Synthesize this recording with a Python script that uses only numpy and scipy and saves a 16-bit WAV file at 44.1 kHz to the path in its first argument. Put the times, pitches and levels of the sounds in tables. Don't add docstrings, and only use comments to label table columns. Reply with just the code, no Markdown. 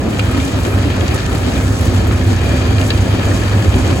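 import sys
import numpy as np
from scipy import signal
from scipy.fft import rfft, irfft
from scipy.io import wavfile

SR = 44100
rng = np.random.default_rng(int(sys.argv[2]) if len(sys.argv) > 2 else 0)


def unload_audio(sound):
    columns = np.transpose(np.atleast_2d(sound))
    steps = np.round(np.clip(columns, -1, 1) * 32767)
    wavfile.write(sys.argv[1], SR, steps.astype(np.int16))


N = 176400
T, HZ = np.arange(N) / SR, np.fft.rfftfreq(N, 1 / SR)
HIT_T, HIT_HZ = T[:SR // 8], np.fft.rfftfreq(SR // 8, 1 / SR)

# frequency in Hz, relative density in dB.
RUMBLE_SPECTRUM = [(15, -38), (32, -34), (42, -28), (52, -10), (62, -4.5), (85, -2.5), (108, -4.5),
                   (122, -8.5), (142, -13), (165, -18), (185, -13.5), (230, -14.5), (270, -14),
                   (320, -16.5), (390, -18), (440, -23.5), (560, -21.5), (700, -25.5), (900, -31.5),
                   (1500, -37.5), (5000, -49.5), (16000, -74)]
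# time in seconds, gain in dB.
LOAD_CURVE = [(0, -4.5), (.3, -0.8), (1, -1.8), (1.6, -1.2), (2, 2.2), (2.6, 0), (3.3, 0), (4, 1.5)]
CHURN_CURVE = [(0, 0), (.4, -0.4), (1, 0.5), (1.7, -1), (2.4, 0.2), (3.2, 0.1), (4, 2.5)]
# time in seconds, level in dB.
MAINS_CURVE = [(0, -32), (.35, -27), (.75, -22), (1.1, -29), (1.6, -24), (2.6, -23), (3.05, -15.5),
               (3.6, -18.5), (4, -21)]
DRIVE_CURVE = [(0, -35), (.45, -30), (1.2, -35), (2.05, -25), (3, -30), (4, -30)]
# pitch in Hz, level in dB at 0 dB load, rms waver in Hz.
MOTOR_TONES = [(49.8, -40, .3), (182.9, -38, .6), (338.4, -39, .4)]
# pitch in Hz, level in dB.
GEAR_TONES = [(455.5, -40), (513, -42.5), (778, -44), (957.2, -47.5), (1077, -47.5)]
# frequency in Hz, relative gain in dB.
PATTER_SPECTRUM = [(300, -44), (700, -31), (900, -27.5), (1150, -31), (1300, -26), (1480, -29), (1780, -28),
                   (1920, -31.5), (2200, -33.5), (2450, -31.5), (2750, -33), (3100, -31), (3400, -37),
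                   (3850, -34.5), (4250, -37), (4750, -34.5), (5150, -45), (8000, -40), (16000, -56)]
RUSTLE_SPECTRUM = [(5000, -40.5), (6500, -40), (7200, -42), (7800, -41.5), (8300, -39), (8800, -45),
                   (10500, -46), (11300, -51), (12700, -50.7), (14000, -54.7), (16000, -54.5)]
# time in seconds, gain in dB.
PATTER_CURVE = [(0, -5), (.06, -8), (.13, 0), (.38, 1.5), (.55, -.5), (1.1, 0.3), (1.42, -1), (1.8, -0.7),
                (2.3, -1.8), (2.5, 0), (2.68, 0), (2.82, 0), (3.15, -0.2), (3.4, 1), (3.75, 1.5), (4, -0.5)]
RUSTLE_CURVE = [(0, -7), (.07, -7.5), (.11, -2), (.48, 0), (.57, -2), (.65, 3), (.73, -0.5), (.93, -2),
                (1.13, 1), (1.42, -2.5), (1.56, 1), (1.85, 1.8), (2, -2), (2.3, -1.3), (2.55, -0.5),
                (2.7, -1), (2.86, 2), (3.03, 0), (3.2, -2), (3.37, 3), (3.47, -0.5), (3.75, 1), (4, -1)]
# frequency in Hz, gain in dB, T60 in seconds.
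CHUTE_MODES = [(1270, -3, .07), (1700, -3, .06), (1800, -5, .07), (2153, -6, .06), (2420, -5, .08),
               (2756, -1, .067), (3085, -5, .06), (3950, -4, .055), (4640, -4, .04), (4764, -2, .035)]
# start in seconds, gain in dB, pitch in Hz.
KNOCK_HITS = [(.07, -13, 265), (.345, -12, 270), (.375, -11, 265), (.44, -13, 275), (.568, -12, 256),
              (.66, -13, 340), (.85, -11, 280), (1.025, -14, 334), (1.47, -13, 265), (1.535, -12, 260),
              (1.68, -13, 272), (1.728, -12, 258), (1.915, -13, 240), (2.02, -12, 255), (2.075, -11, 264),
              (2.31, -15, 320), (2.535, -12, 255), (2.70, -14, 270), (3.135, -14, 310), (3.27, -10, 269),
              (3.651, -13, 280), (3.752, -7.5, 255)]
# ratio to the knock's pitch, gain in dB, T60 in seconds.
HOUSING_MODES = [(1, 2, .14), (1.17, -4, .1), (1.46, -4, .09), (2.15, -9, .07)]
# start in seconds, gain in dB, centre in Hz, spread in octaves.
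CLACK_HITS = [(.1925, -15.5, 1260, .25), (.1935, -12.5, 2700, .19), (.1965, -19, 3800, .5),
              (.204, -24, 2750, .15), (.294, -22, 1260, .5), (.345, -22, 2000, .8), (.400, -19.5, 2200, .7),
              (.6494, -18, 1600, 1), (.784, -22, 1300, .6), (.840, -22, 1650, .4), (1.0096, -21, 2400, .8),
              (1.0794, -20.5, 2600, 1), (1.110, -22.5, 1900, .5), (1.2615, -23, 2000, 1),
              (1.348, -22, 1750, .4), (1.356, -24, 3900, .4), (1.432, -23, 1790, .4),
              (2.1111, -23, 1800, 1), (2.7825, -20, 2800, .7), (2.8135, -19.5, 2500, .7),
              (2.830, -20, 1700, .5), (2.9031, -11.5, 4400, .22), (2.9036, -12.5, 2600, .7),
              (2.9145, -23, 3400, .8), (2.975, -24, 4000, .6), (3.3134, -21, 1350, .6),
              (3.7414, -21, 2800, .7), (3.927, -22, 1700, .8)]
# start in seconds, gain in dB, decay in seconds, centre in Hz.
CRINKLE_BURSTS = [(.193, -26, .005, 7400), (0.449, -22.5, .005, 7200), (.4813, -26, .003, 6600),
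                  (.6095, -30, .003, 6800), (.632, -27, .006, 7500), (.665, -25, .004, 7000),
                  (1.0056, -25, .004, 6400), (1.079, -20.5, 0.0037, 6000), (1.143, -22, .008, 7960),
                  (1.160, -22, .004, 6500), (1.261, -22.5, .004, 6600), (1.349, -29, 0.0073, 10000),
                  (1.787, -23, .0034, 7600), (1.8103, -26, .004, 8300), (1.8537, -23, .005, 7200),
                  (1.9624, -26, .003, 7500), (2.071, -27, .004, 11500), (2.362, -26, .003, 6600),
                  (2.812, -24, .003, 6400), (2.8634, -24.5, .004, 7700), (2.877, -27, .005, 10500),
                  (2.902, -24, .005, 7000), (3.760, -24, .003, 7800)]
# resonance in Hz, half-width in Hz, relative gain in dB.
SHEET_MODES = [(2410, 65, 0), (3170, 150, -6), (4610, 130, -7), (6573, 90, -10)]
# time in seconds, level in dB.
SCRAPE_CURVE = [(0, -45), (2.3, -45), (2.48, -34), (2.65, -32), (2.8, -35), (3, -36), (3.5, -38), (4, -39)]
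# frequency in Hz, coherence 0-1, left lead in radians, left over right in dB.
STEREO_IMAGE = [(60, .99, 0, -3), (200, 0.96, 0, 0), (288, 0.98, 0.5, 0), (337, 0.46, .5, 4),
                (448, 0.76, 0.33, 0), (664, 0.64, -0.55, -0.4), (970, 0, 0.5, 2), (1190, 0.4, 0.5, 2),
                (1470, 0.03, -1.5, 2.5), (1990, 0.25, -1.4, 1.5), (2360, 0.2, 0, 1), (2823, 0.6, 3, 1.5),
                (3430, .28, 2, 6.5), (3790, 0.17, 4.5, 3.5), (4630, 0.13, 7, 3), (5170, 0.14, 8.5, -1),
                (5960, 0.4, 7.8, 2), (6940, 0.97, 6, -1.5), (8060, 0.73, 4.9, 2.5), (8400, 1, 3.5, -3),
                (9510, 1, 3, -0.5), (10280, 0.75, 1.26, -0.5), (11200, 0.9, 0.7, -1), (12400, .6, -.7, 1),
                (13200, .99, -3.7, 0), (14200, .99, -3.3, 0), (14800, .6, -5.7, 0), (15600, .9, -5.5, 0)]


def amp(db):
    return 10 ** (np.asarray(db) / 20)


def unit(x):
    return x / np.sqrt(np.mean(x ** 2) + 1e-20)


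def by_hz(table, column=1):
    rows = np.array(table)
    return np.interp(np.log(HZ + 1), np.log(rows[:, 0] + 1), rows[:, column])


def level(curve):
    return amp(np.interp(T, *np.transpose(curve)))


def colour(x, gain):
    return irfft(rfft(x) * gain, x.shape[-1])


def bell(hz, centre_hz, octaves):
    return np.exp(-.5 * (np.log2((hz + 1) / centre_hz) / octaves) ** 2)


def drift(rate_hz):
    return unit(colour(rng.standard_normal(N), np.exp(-(HZ / rate_hz) ** 2) * (HZ > 0)))


def add(mix, start_s, sound):
    part = mix[:, max(round(start_s * SR), 0):][:, :sound.shape[1]]
    part += sound[:, :part.shape[1]]


def mode(hz, db, t60_s):
    return amp(db - 60 * HIT_T / t60_s) * np.sin(2 * np.pi * (hz * HIT_T + rng.random((2, 1))))


def strikes(per_s, spread_db, max_spreads):
    struck = rng.random(N) < per_s / SR
    return struck * amp(spread_db * np.minimum(rng.exponential(1, N), max_spreads))


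def rumble(gain_db=-14.5, split_hz=160, shake_hz=28.8, lump_db=1.6):
    roar = unit(colour(rng.standard_normal((2, N)), amp(by_hz(RUMBLE_SPECTRUM))))
    boom = colour(roar, 1 / (1 + (HZ / split_hz) ** 8))
    shake = 1 + .18 * np.sin(2 * np.pi * shake_hz * T)
    churn = level(CHURN_CURVE) * amp(lump_db * drift(rate_hz=11.8)) * (roar - boom)
    return amp(gain_db) * (level(LOAD_CURVE) * shake * boom + churn)


def tone(hz, db=0, waver_hz=.3, waver_db=2.2):
    turns = np.cumsum(hz + waver_hz * drift(rate_hz=3.3)) / SR + rng.random()
    return amp(db) * unit(amp(waver_db * drift(rate_hz=3)) * np.sin(2 * np.pi * turns))


def hum(mains_hz=100.4, drive_hz=256.3):
    mains = level(MAINS_CURVE) * tone(mains_hz, waver_db=.7)
    drive = level(DRIVE_CURVE) * tone(drive_hz, waver_db=.7)
    motors = level(LOAD_CURVE) * sum(tone(*row) for row in MOTOR_TONES)
    gears = sum(tone(hz, db) for hz, db in GEAR_TONES)
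    return mains + drive + motors + gears


def chip_power(tick_s=.00092, echo_s=.008, echo_share=.45):
    energy = strikes(per_s=900, spread_db=3, max_spreads=4.5) ** 2
    tick = (1 - echo_share) * np.exp(-HIT_T / tick_s) / tick_s
    echo = echo_share * np.exp(-HIT_T / echo_s) / echo_s
    power = abs(signal.fftconvolve(energy, tick + echo)[:N])
    return power / np.mean(power)


def falling_scrap(patter_db=-27.5, rustle_db=-35, split_hz=4850, clump_db=1.43, rotor_hz=24.46):
    shared_power, ticks = chip_power(), 0
    size_bands = np.array([bell(HZ, hz, octaves=.5) for hz in np.geomspace(800, 13000, 6)]) + 1e-9
    for band in size_bands / np.linalg.norm(size_bands, axis=0):
        hail = np.sqrt(.5 * shared_power + .5 * chip_power())
        clumps = amp(clump_db * drift(rate_hz=11.6))
        ticks += colour(rng.standard_normal((2, N)) * hail * clumps, band)
    lowpass = 1 / (1 + (HZ / split_hz) ** 8)
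    throb = 1 + .074 * (np.sin(2 * np.pi * rotor_hz * T) + np.sin(4 * np.pi * rotor_hz * T))
    patter = level(PATTER_CURVE) * unit(colour(ticks, amp(by_hz(PATTER_SPECTRUM)) * lowpass))
    rustle = level(RUSTLE_CURVE) * unit(colour(ticks, amp(by_hz(RUSTLE_SPECTRUM)) * (1 - lowpass)))
    return amp(patter_db) * throb * patter + amp(rustle_db) * rustle


def rattle(gain_db=-36.3):
    out = 0
    for hz, db, t60_s in CHUTE_MODES:
        hits = strikes(per_s=30, spread_db=4, max_spreads=3)
        ring = signal.oaconvolve(hits[None], mode(hz, db, t60_s), axes=1)[:, :N]
        out += bell(hz, centre_hz=1900, octaves=.55) * ring
    return amp(gain_db) * level(PATTER_CURVE) * unit(out)


def knocks(rise_s=.006):
    out = np.zeros((2, N))
    attack = 1 - np.exp(-HIT_T / rise_s)
    for start_s, db, hz in KNOCK_HITS:
        ring = sum(mode(hz * ratio, mode_db, t60_s) for ratio, mode_db, t60_s in HOUSING_MODES)
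        add(out, start_s, amp(db) * attack * ring)
    return out


def clacks(rise_s=.00039, decay_s=.0037, top_hz=5100, ring_db=-4.5):
    out = np.zeros((2, N))
    attack = 1 - np.exp(-HIT_T / rise_s)
    for start_s, db, centre_hz, octaves in CLACK_HITS:
        band = bell(HIT_HZ, centre_hz, octaves) / (1 + (HIT_HZ / top_hz) ** 20)
        crack = unit(colour(rng.standard_normal((2, len(HIT_T))), band)) * np.exp(-HIT_T / decay_s)
        ring = sum(bell(hz, centre_hz, octaves) * mode(hz, mode_db, t60_s)
                   for hz, mode_db, t60_s in CHUTE_MODES)
        add(out, start_s, amp(db) * attack * (crack + amp(ring_db) * ring))
    return out


def crinkles(rise_s=.00075):
    out = np.zeros((2, N))
    attack = 1 - np.exp(-HIT_T / rise_s)
    for start_s, db, decay_s, centre_hz in CRINKLE_BURSTS:
        band = bell(HIT_HZ, centre_hz, octaves=.44)
        fizz = unit(colour(rng.standard_normal((2, len(HIT_T))), band))
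        add(out, start_s, amp(db) * attack * fizz * np.exp(-HIT_T / decay_s))
    return out


def scraping():
    slips = rng.standard_normal((2, N)) * np.sqrt(chip_power())
    metal = sum(amp(db) / (1 + 1j * (HZ - hz) / half_width_hz) ** 2
                for hz, half_width_hz, db in SHEET_MODES)
    return level(SCRAPE_CURVE) * unit(colour(slips, metal))


def stereo_image(x):
    first, second = rfft(x)
    coherence, lead_rad, balance_db = (by_hz(STEREO_IMAGE, column) for column in (1, 2, 3))
    coherence = np.clip(coherence, 0, 1)
    blend = coherence * first + np.sqrt(1 - coherence ** 2) * second
    left = first * amp(balance_db / 2)
    right = blend * np.exp(-1j * lead_rad) * amp(-balance_db / 2)
    return irfft(np.array([left, right]), N)


def scene():
    noises = rumble() + knocks() + falling_scrap() + rattle() + scraping() + clacks() + crinkles()
    return stereo_image(noises) + hum()


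def record(dry, knee=6, cutoff_hz=15950):
    rounded = dry / (1 + abs(dry) ** knee) ** (1 / knee)
    lowpass = signal.firwin(511, cutoff_hz, window=("kaiser", 9), fs=SR)
    return signal.oaconvolve(rounded, lowpass[None], "same")


dry = scene()
out = record(dry)
unload_audio(out)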